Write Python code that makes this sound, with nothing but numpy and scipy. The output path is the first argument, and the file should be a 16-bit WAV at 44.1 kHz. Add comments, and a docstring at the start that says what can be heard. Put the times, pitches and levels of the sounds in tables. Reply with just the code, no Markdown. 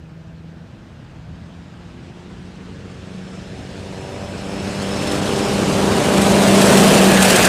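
"""On a canal bank, a phone hears a long-tail boat at full throttle come up from far away and draw level.
The exhaust fires twice a crank turn: sines at the engine orders over a rough roar of puffed noise.
The propeller throws a hissing plume of spray, hull and wake drone below, and far water and air hiss.
A thin harmonic whine shows on the approach, then stops.
The air takes less treble the nearer the boat is, and a bounce off water and bank cuts a moving band.
"""
import sys
import numpy as np
from scipy import signal
from scipy.io import wavfile
from scipy.ndimage import uniform_filter1d

SR = 44100
rng = np.random.default_rng(int(sys.argv[2]) if len(sys.argv) > 2 else 0)


def master(y):
    """Save y as 16-bit WAV."""
    cut = np.clip(np.atleast_2d(y).T, -1, 1)
    pcm = np.round(cut * 32767)  # scale
    wavfile.write(sys.argv[1], SR, pcm.astype(np.int16))


def invert_db(level):
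    """Linear amplitude ratio for a level in decibels (20 dB per decade), elementwise."""
    return 10 ** (np.asarray(level, dtype=float) / 20)


N = 329868  # samples

# Straight run past the phone: speed in m/s, moment abreast in s, nearest distance in m.
SPEED_M_PER_S, LEVEL_S, NEAREST_M = 25, 7.3, 14
AIR_DB_PER_M = 0.1069  # treble lost to the air at 8500 Hz
# Direct sound and its bounce off water and bank cancel in a moving band.
# Each row: time in seconds, centre in Hz, depth in dB.
BOUNCE_DIP = [(0, 420, 1.5), (1.3, 440, 6), (2.3, 530, 6), (3.2, 804, 3.5), (3.7, 1080, 3), (4.2, 1509, 0)]
# The boat at the bank. Each row: time in seconds, crank turns per second as heard in Hz,
# roar level in dB, spray level in dB.
BOAT_RUN = [(0.0, 80.4, -52.5, -57.5), (0.5, 82.24, -49, -56.5), (1.2, 83.1, -47.5, -54.5),
            (2.0, 87.8, -46, -52), (2.6, 91.2, -44.5, -50), (3.2, 92.9, -42.5, -47),
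            (3.8, 95.1, -39, -43.5), (4.3, 96.8, -35, -41), (4.8, 98.4, -32, -34),
            (5.15, 99.37, -25.5, -30), (5.7, 98.32, -22, -28.5), (6.1, 98.76, -19, -25.5),
            (6.45, 98.4, -16, -22.5), (6.75, 98.26, -9.5, -17), (7.1, 96.28, -13.5, -18),
            (7.48, 93.6, -17.5, -17)]

# Far water and air, relative spectrum. Each row: frequency in Hz, density in dB per Hz.
FAR_HISS_SPECTRUM = [(590, -30), (1000, -4), (1200, 2.5), (1650, 7), (2220, -16), (2410, -10), (3390, -13),
                     (8340, -18), (15300, -32)]
FAR_HISS_DB = -60
# Hull and wake, relative spectrum. Each row: frequency in Hz, density in dB per Hz.
RUMBLE_SPECTRUM = [(15, -46), (25, -10.5), (81, 2.5), (119, 0), (145, 0.5), (173, -2), (200, -23),
                   (260, -5.5), (440, -120)]
# Rumble in dB when the roar is at NEAR_ROAR_DB, and the share of the roar's rise in dB that it follows.
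RUMBLE_NEAR_DB, RUMBLE_SHARE, NEAR_ROAR_DB = -27, 0.4, -12

# The whine before flares and flicker. Each row: time in seconds, pitch in Hz,
# peak level of the second partial in dB, peak level of the fifth partial in dB.
WHINE_TRACK = [(0.5, 2465, -78, -101), (1.3, 2500, -73, -99), (2.5, 2546, -71, -101), (3.3, 2636, -59, -93),
               (3.85, 2660, -60, -84), (4.1, 2630, -52, -79), (4.55, 2645, -49, -77), (5.0, 2642, -42, -69),
               (5.56, 2632, -44, -68)]
# Partials 1, 3 and 4 against the second in dB, before the air's loss.
WHINE_PARTIALS_DB = [-9, -9, -18]
# Moments when the whine flares. Each row: time in seconds, rise of the fifth partial in dB.
WHINE_FLARES = [(4.02, 7), (4.12, 8), (4.36, 2), (4.64, 11), (4.87, 9), (4.99, 10), (5.14, 16), (5.32, 9),
                (5.48, 12)]
FLARE_S, FLARE_LOW = .04, .3  # width in s, share of the rise in dB given to the lower partials

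# The plume close by, relative spectrum. Each row: frequency in Hz, density in dB per Hz.
SPRAY_SPECTRUM = [(290, -15), (500, -10), (620, 2), (695, -12.5), (779, -6), (1020, -10.5), (1530, -7.5),
                  (1660, -8), (2060, -10.5), (2670, -9), (3700, -12), (5690, -15), (8620, -14.5),
                  (13600, -26.5), (15300, -30)]
# The clearest gouts of spray. Each row: time in seconds, strength in dB before its share of level and treble.
SPRAY_GOUTS = [(4.825, 5.5), (5.03, 2.5), (5.077, 5), (5.12, 5.5), (5.21, -4), (5.391, 4), (6.179, 3.5),
               (6.221, 3.5), (6.48, 3), (6.618, 3), (6.708, 1), (6.75, 0.5), (6.778, 4.5), (6.88, 2),
               (6.955, 3), (7.115, 3), (7.228, 7.5), (7.256, 4), (7.305, 6), (7.363, 6.5), (7.425, 3),
               (7.453, 6.5), (7.468, 0)]
# Bands heard from the side of the boat. Each row: centre in Hz, width in Hz, rise in dB.
ABEAM_BANDS = [(1720, 290, 5), (2630, 500, 3.5)]

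# The roar close by, relative spectrum. Each row: frequency in Hz, density in dB per Hz.
ROAR_SPECTRUM = [(53, -42), (90, -20), (140, -2), (174, -3.5), (199, 2), (267, -5), (332, -4.5),
                 (385, -6.5), (426, -3), (589, -8), (734, -10), (1190, -14.5), (2170, -34), (3000, -35),
                 (3900, -64), (6600, -120)]
# Exhaust pipe resonances. Each row: centre in Hz, width in Hz, rise in dB.
PIPE_RESONANCES = [(374, 17, 14.5), (652, 200, 5.5)]

# Propeller load beats the engine tones: rate as a share of crank rate, each sideband in dB under its tone.
PROP_RATIO, PROP_DB = .28, -14
# The firing tone swells and fades on its way over the water. Each row: time in seconds, level in dB.
FIRING_LEVEL = [(0, -40), (.62, -40.5), (.75, -70), (1.0, -58), (1.15, -44.5), (1.62, -43.5), (1.75, -45),
                (2.0, -45), (2.5, -39.5), (3.0, -43), (3.15, -34), (3.62, -40), (3.75, -42), (3.95, -40),
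                (4.12, -58), (4.28, -35), (4.4, -35), (4.62, -30), (5.25, -29.5), (5.4, -31), (5.65, -26.5),
                (6.0, -26), (6.15, -17.5), (6.7, -14.5), (6.88, -18), (7.0, -11.5), (7.25, -16),
                (7.38, -29.5), (7.48, -14.5)]
# The other engine orders. Each row: time in seconds, order four in dB, even orders six and up in dB,
# odd orders in dB, once-a-turn beat in dB.
ORDER_LEVELS = [(0, -55, -59, -60, -54), (.55, -55, -58, -63, -57), (1.0, -59, -63, -63, -52),
                (1.5, -55, -62, -61, -46), (1.9, -52, -61, -57, -53), (2.35, -53, -62, -57, -47),
                (2.9, -48, -56, -51, -48), (3.6, -46, -52, -46, -43), (4.1, -42, -44, -44, -39),
                (4.6, -40, -43, -40, -38), (5.15, -32, -36, -34, -37), (5.75, -30, -35, -34, -34),
                (6.0, -28, -29, -35, -37), (6.3, -24, -24, -31, -30), (6.75, -22, -33, -32, -35),
                (6.95, -29, -33, -33, -35), (7.15, -29, -30, -33, -36), (7.48, -25, -33, -36, -35)]
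# Engine order to the level it follows: a column of ORDER_LEVELS, counted from 0 after the time.
ORDER_COLUMN = {1: 3, 3: 2, 4: 0, 5: 2, 6: 1, 7: 2, 8: 1, 9: 2, 10: 1}
# Each of those orders in turn, against the level it follows, in dB.
ORDER_OFFSET_DB = [-1, 0, 0, -2, 0, -8, -4, -14, -9]


def evened(x):
    """Scales to rms 1."""
    return x / np.sqrt(np.mean(x ** 2) + 1e-20)


def read(points, hz):
    """A spectrum table read on a log-frequency axis."""
    f, value = np.transpose(points)
    return np.interp(np.log(hz + 1), np.log(f + 1), value)


def columns(rows, t):
    """The columns of a curve table at times t."""
    s, *rest = np.transpose(rows)
    return [np.interp(t, s, c) for c in rest]


def resonances_db(bands, hz):
    """Sum of rounded peaks (centre Hz, width Hz, dB)."""
    return sum(db / (1 + (2 * (hz - f) / width) ** 2) for f, width, db in bands)


def slow(per_s):
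    """Random drift of rms 1 with about per_s wiggles a second."""
    span = max(int(SR / per_s), 1)
    smooth = uniform_filter1d(rng.standard_normal(N), span)
    return evened(uniform_filter1d(smooth, span))


def shaped(x, colour_db, band, size):
    """Colours x frame by frame; each frame's gain is scaled to keep rms 1 inside band (lo, hi Hz)."""
    overlap = size * 3 // 4
    hz, t, z = signal.stft(x, SR, nperseg=size, noverlap=overlap)
    gain = invert_db(colour_db(hz[:, None], t))
    inside = (hz >= band[0]) & (hz < band[1])
    gain = gain / np.sqrt((gain[inside] ** 2).sum(0) / len(hz))
    return signal.istft(z * gain, SR, nperseg=size, noverlap=overlap)[1][:N]


def far_db(t):
    """Air loss at 8500 Hz over the distance beyond the nearest, as negative dB."""
    distance_m = np.hypot(NEAREST_M, SPEED_M_PER_S * (LEVEL_S - t))
    return -AIR_DB_PER_M * (distance_m - NEAREST_M)


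def air_loss_db(hz, t, power=2.07):
    """Distance dulls the treble: the loss grows as a power of frequency."""
    return far_db(t) * (hz / 8500) ** power


def bounce_db(hz, t, octaves=0.47, lift=0.065):
    """The bounce cancels one band, with a gentle lift below it where the two paths add."""
    dip_hz, depth_db = columns(BOUNCE_DIP, t)
    away = np.log2((hz + 1) / dip_hz) / octaves  # distance from the dip in dip widths
    return depth_db * (lift * np.exp(-(away + 1.5) ** 2) - np.exp(-away ** 2))


def crank(t):
    """Crank angle in turns; the flywheel smooths every change of speed."""
    speed_hz = columns(BOAT_RUN, t)[0]
    return np.cumsum(uniform_filter1d(speed_hz, size=SR // 3)) / SR


def air():
    """Steady faint hiss of far water and air: noise of one fixed colour."""
    def colour(hz, frames):
        return read(FAR_HISS_SPECTRUM, hz) + 0 * frames
    return invert_db(FAR_HISS_DB) * shaped(rng.standard_normal(N), colour, (1000, 15400), size=1024)


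def rumble(t, surge_db=1.0):
    """Hull and wake droning low: noise that rises more gently than the roar and surges a little."""
    def colour(hz, frames):
        return read(RUMBLE_SPECTRUM, hz) + 0 * frames
    low = shaped(rng.standard_normal(N), colour, (40, 140), size=4096)
    roar_rise_db = columns(BOAT_RUN, t)[1] - NEAR_ROAR_DB
    return invert_db(RUMBLE_NEAR_DB + RUMBLE_SHARE * roar_rise_db + surge_db * slow(5.7)) * low


def whine(t, fuzz=.0045, flicker_db=3):
    """A thin whine of five harmonic partials: pitch jitter (share of pitch) fuzzes it, levels flicker."""
    hz, second_db, fifth_db = columns(WHINE_TRACK, t)
    flare_db = sum(db * np.exp(-((t - s) / FLARE_S) ** 2 / 2) for s, db in WHINE_FLARES)
    second_db = second_db + FLARE_LOW * flare_db
    fifth_db = fifth_db + flare_db
    fuzzy_hz = uniform_filter1d(hz, size=SR // 8) * (1 + fuzz * slow(284))
    turns = np.cumsum(fuzzy_hz) / SR
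    # the air's loss on partials 1, 3 and 4 against its loss on the second
    loss_db = [air_loss_db(k * hz, t) - air_loss_db(2 * hz, t) for k in (1, 3, 4)]
    first_db, third_db, fourth_db = (second_db + db + loss for db, loss in zip(WHINE_PARTIALS_DB, loss_db))
    out = np.zeros(N)
    for k, db in enumerate([first_db, second_db, third_db, fourth_db, fifth_db], start=1):
        out += invert_db(db + flicker_db * slow(70)) * np.cos(2 * np.pi * k * turns)
    sounding = np.clip((WHINE_TRACK[-1][0] - t) / 0.034 + 1, 0, 1)  # stops within 34 ms
    return sounding * out


def spray(t, slap_db=0.5, patchy_db=1.5, grain_db=1.0):
    """The propeller's plume: grainy, patchy hiss with gouts, its throb and grain clearer near the boat."""
    near = np.clip(0.9 + far_db(t) / 14, .25, 1)
    drops = invert_db(grain_db * near * slow(600))
    throb = slow(90)
    throb -= uniform_filter1d(throb, size=SR // 14)  # only the quick throb, no slow swell
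    gout_s = .005
    clear_gouts = sum(db * np.exp(-((t - s) / gout_s) ** 2 / 2) for s, db in SPRAY_GOUTS)
    gouts = slap_db * near * throb + clear_gouts

    def colour(hz, frames):
        patches = rng.standard_normal((len(frames), len(hz))).T
        patches = uniform_filter1d(patches, size=5, axis=0)  # blurred over frequency
        patches = evened(uniform_filter1d(patches, size=14, axis=1))  # and over time
        # gouts are brighter than the hiss
        bright = np.interp(frames, t, gouts) * np.exp(-np.log2((hz + 1) / 9000) ** 2 / 2.0)
        abeam = np.clip((frames - 6.7) / .5, 0, 1)  # two bands stand out as the boat draws level
        bright += abeam * resonances_db(ABEAM_BANDS, hz)
        path = air_loss_db(hz, frames) + bounce_db(hz, frames)
        return read(SPRAY_SPECTRUM, hz) + path + patchy_db * patches + bright

    rasp = 1 + .1 * np.cos(4 * np.pi * crank(t))  # each firing kicks the plume
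    drive = evened(rasp * drops * invert_db(0.58 * gouts)) * rng.standard_normal(N)
    return invert_db(columns(BOAT_RUN, t)[2]) * shaped(drive, colour, (1500, 5000), size=512)


def roar(t, gate=0.19, uneven_db=11.0, far_tilt_db=0.206):
    """Each firing lets out a puff of turbulent gas, one cylinder pair stronger, sizes uneven."""
    firing = 2 * crank(t)
    sizes = np.clip(rng.standard_normal(int(firing[-1]) + 1), -2, 2)
    size_db = uneven_db * sizes[firing.astype(int)]
    stronger_db = 1.0 * (firing % 2 < 1)
    puff = np.exp(-(firing % 1) / 0.48) * invert_db(size_db + stronger_db)
    # gate is the share of the drive that comes in puffs
    drive = evened(1 - gate + gate * evened(puff)) * rng.standard_normal(N)

    def colour(hz, frames):
        dull = far_tilt_db * far_db(frames) * np.log2((hz + 1) / 400)  # darker from afar
        close = np.clip((columns(BOAT_RUN, frames)[1] + 22) / 8, 0, 1)  # the pipe is heard only from close by
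        pipe = close * resonances_db(PIPE_RESONANCES, hz)
        return read(ROAR_SPECTRUM, hz) + dull + pipe + bounce_db(hz, frames)

    return invert_db(columns(BOAT_RUN, t)[1]) * shaped(drive, colour, (230, 1000), size=2048)


def exhaust_tones(t):
    """Engine orders as sines that waver and fade as the path over the water shifts."""
    waver_db, waver_per_s = .4, 13  # dB at order two, growing as the root of the order
    wander, wander_per_s = .05, 8  # phase drift in radians per order
    fading_db = 2
    turns, speed_hz = crank(t), columns(BOAT_RUN, t)[0]
    level_db = columns(ORDER_LEVELS, t)
    beat = 1 + 2 * invert_db(PROP_DB) * np.cos(2 * np.pi * PROP_RATIO * turns + slow(5.1))
    orders_db = {}
    for (k, column), offset_db in zip(ORDER_COLUMN.items(), ORDER_OFFSET_DB):
        orders_db[k] = offset_db + level_db[column] + bounce_db(k * speed_hz, t) + fading_db * slow(6.3)
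    orders_db[2] = columns(FIRING_LEVEL, t)[0]  # the firing tone has its fades in its table
    out = np.zeros(N)
    for k, db in orders_db.items():
        level = invert_db(db + waver_db * np.sqrt(k / 2) * slow(waver_per_s))
        out += level * np.cos(2 * np.pi * k * turns + wander * k * slow(wander_per_s) - k)
    return np.sqrt(2) * beat * out  # root two makes the order levels rms


def scene():
    """Surroundings and boat as they reach the bank, one channel."""
    t = np.arange(N) / SR
    mix = air() + rumble(t) + whine(t) + spray(t) + roar(t) + exhaust_tones(t)
    return mix[None]


def top_cut(x):
    """Nothing passes above the cut-off."""
    return signal.sosfilt(signal.butter(12, 15420, fs=SR, output="sos"), x)


def record(dry):
    """The microphone hisses and drops deep bass; gain control evens loud swells; peaks round off."""
    bass_hz, hiss_db = 42, -80
    knee_db, squeeze = -11, .5  # gain control takes this share of the dB above the knee
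    ceiling = .92
    heard = dry + invert_db(hiss_db) * rng.standard_normal(dry.shape)
    thin = signal.sosfilt(signal.butter(2, bass_hz, "high", fs=SR, output="sos"), heard)
    power_db = 10 * np.log10(uniform_filter1d(thin ** 2, size=900) + 1e-12)
    over_db = uniform_filter1d(np.maximum(power_db - knee_db, 0), size=300)
    held = thin / invert_db(squeeze * over_db)
    rounded = held / (1 + abs(held / ceiling) ** 4) ** (1 / 4)
    low_pass = signal.firwin(511, 15450, window=("kaiser", 9), fs=SR)
    finished = signal.oaconvolve(rounded, low_pass[None], "same")
    return top_cut(finished)


dry = scene()
out = record(dry)
master(out)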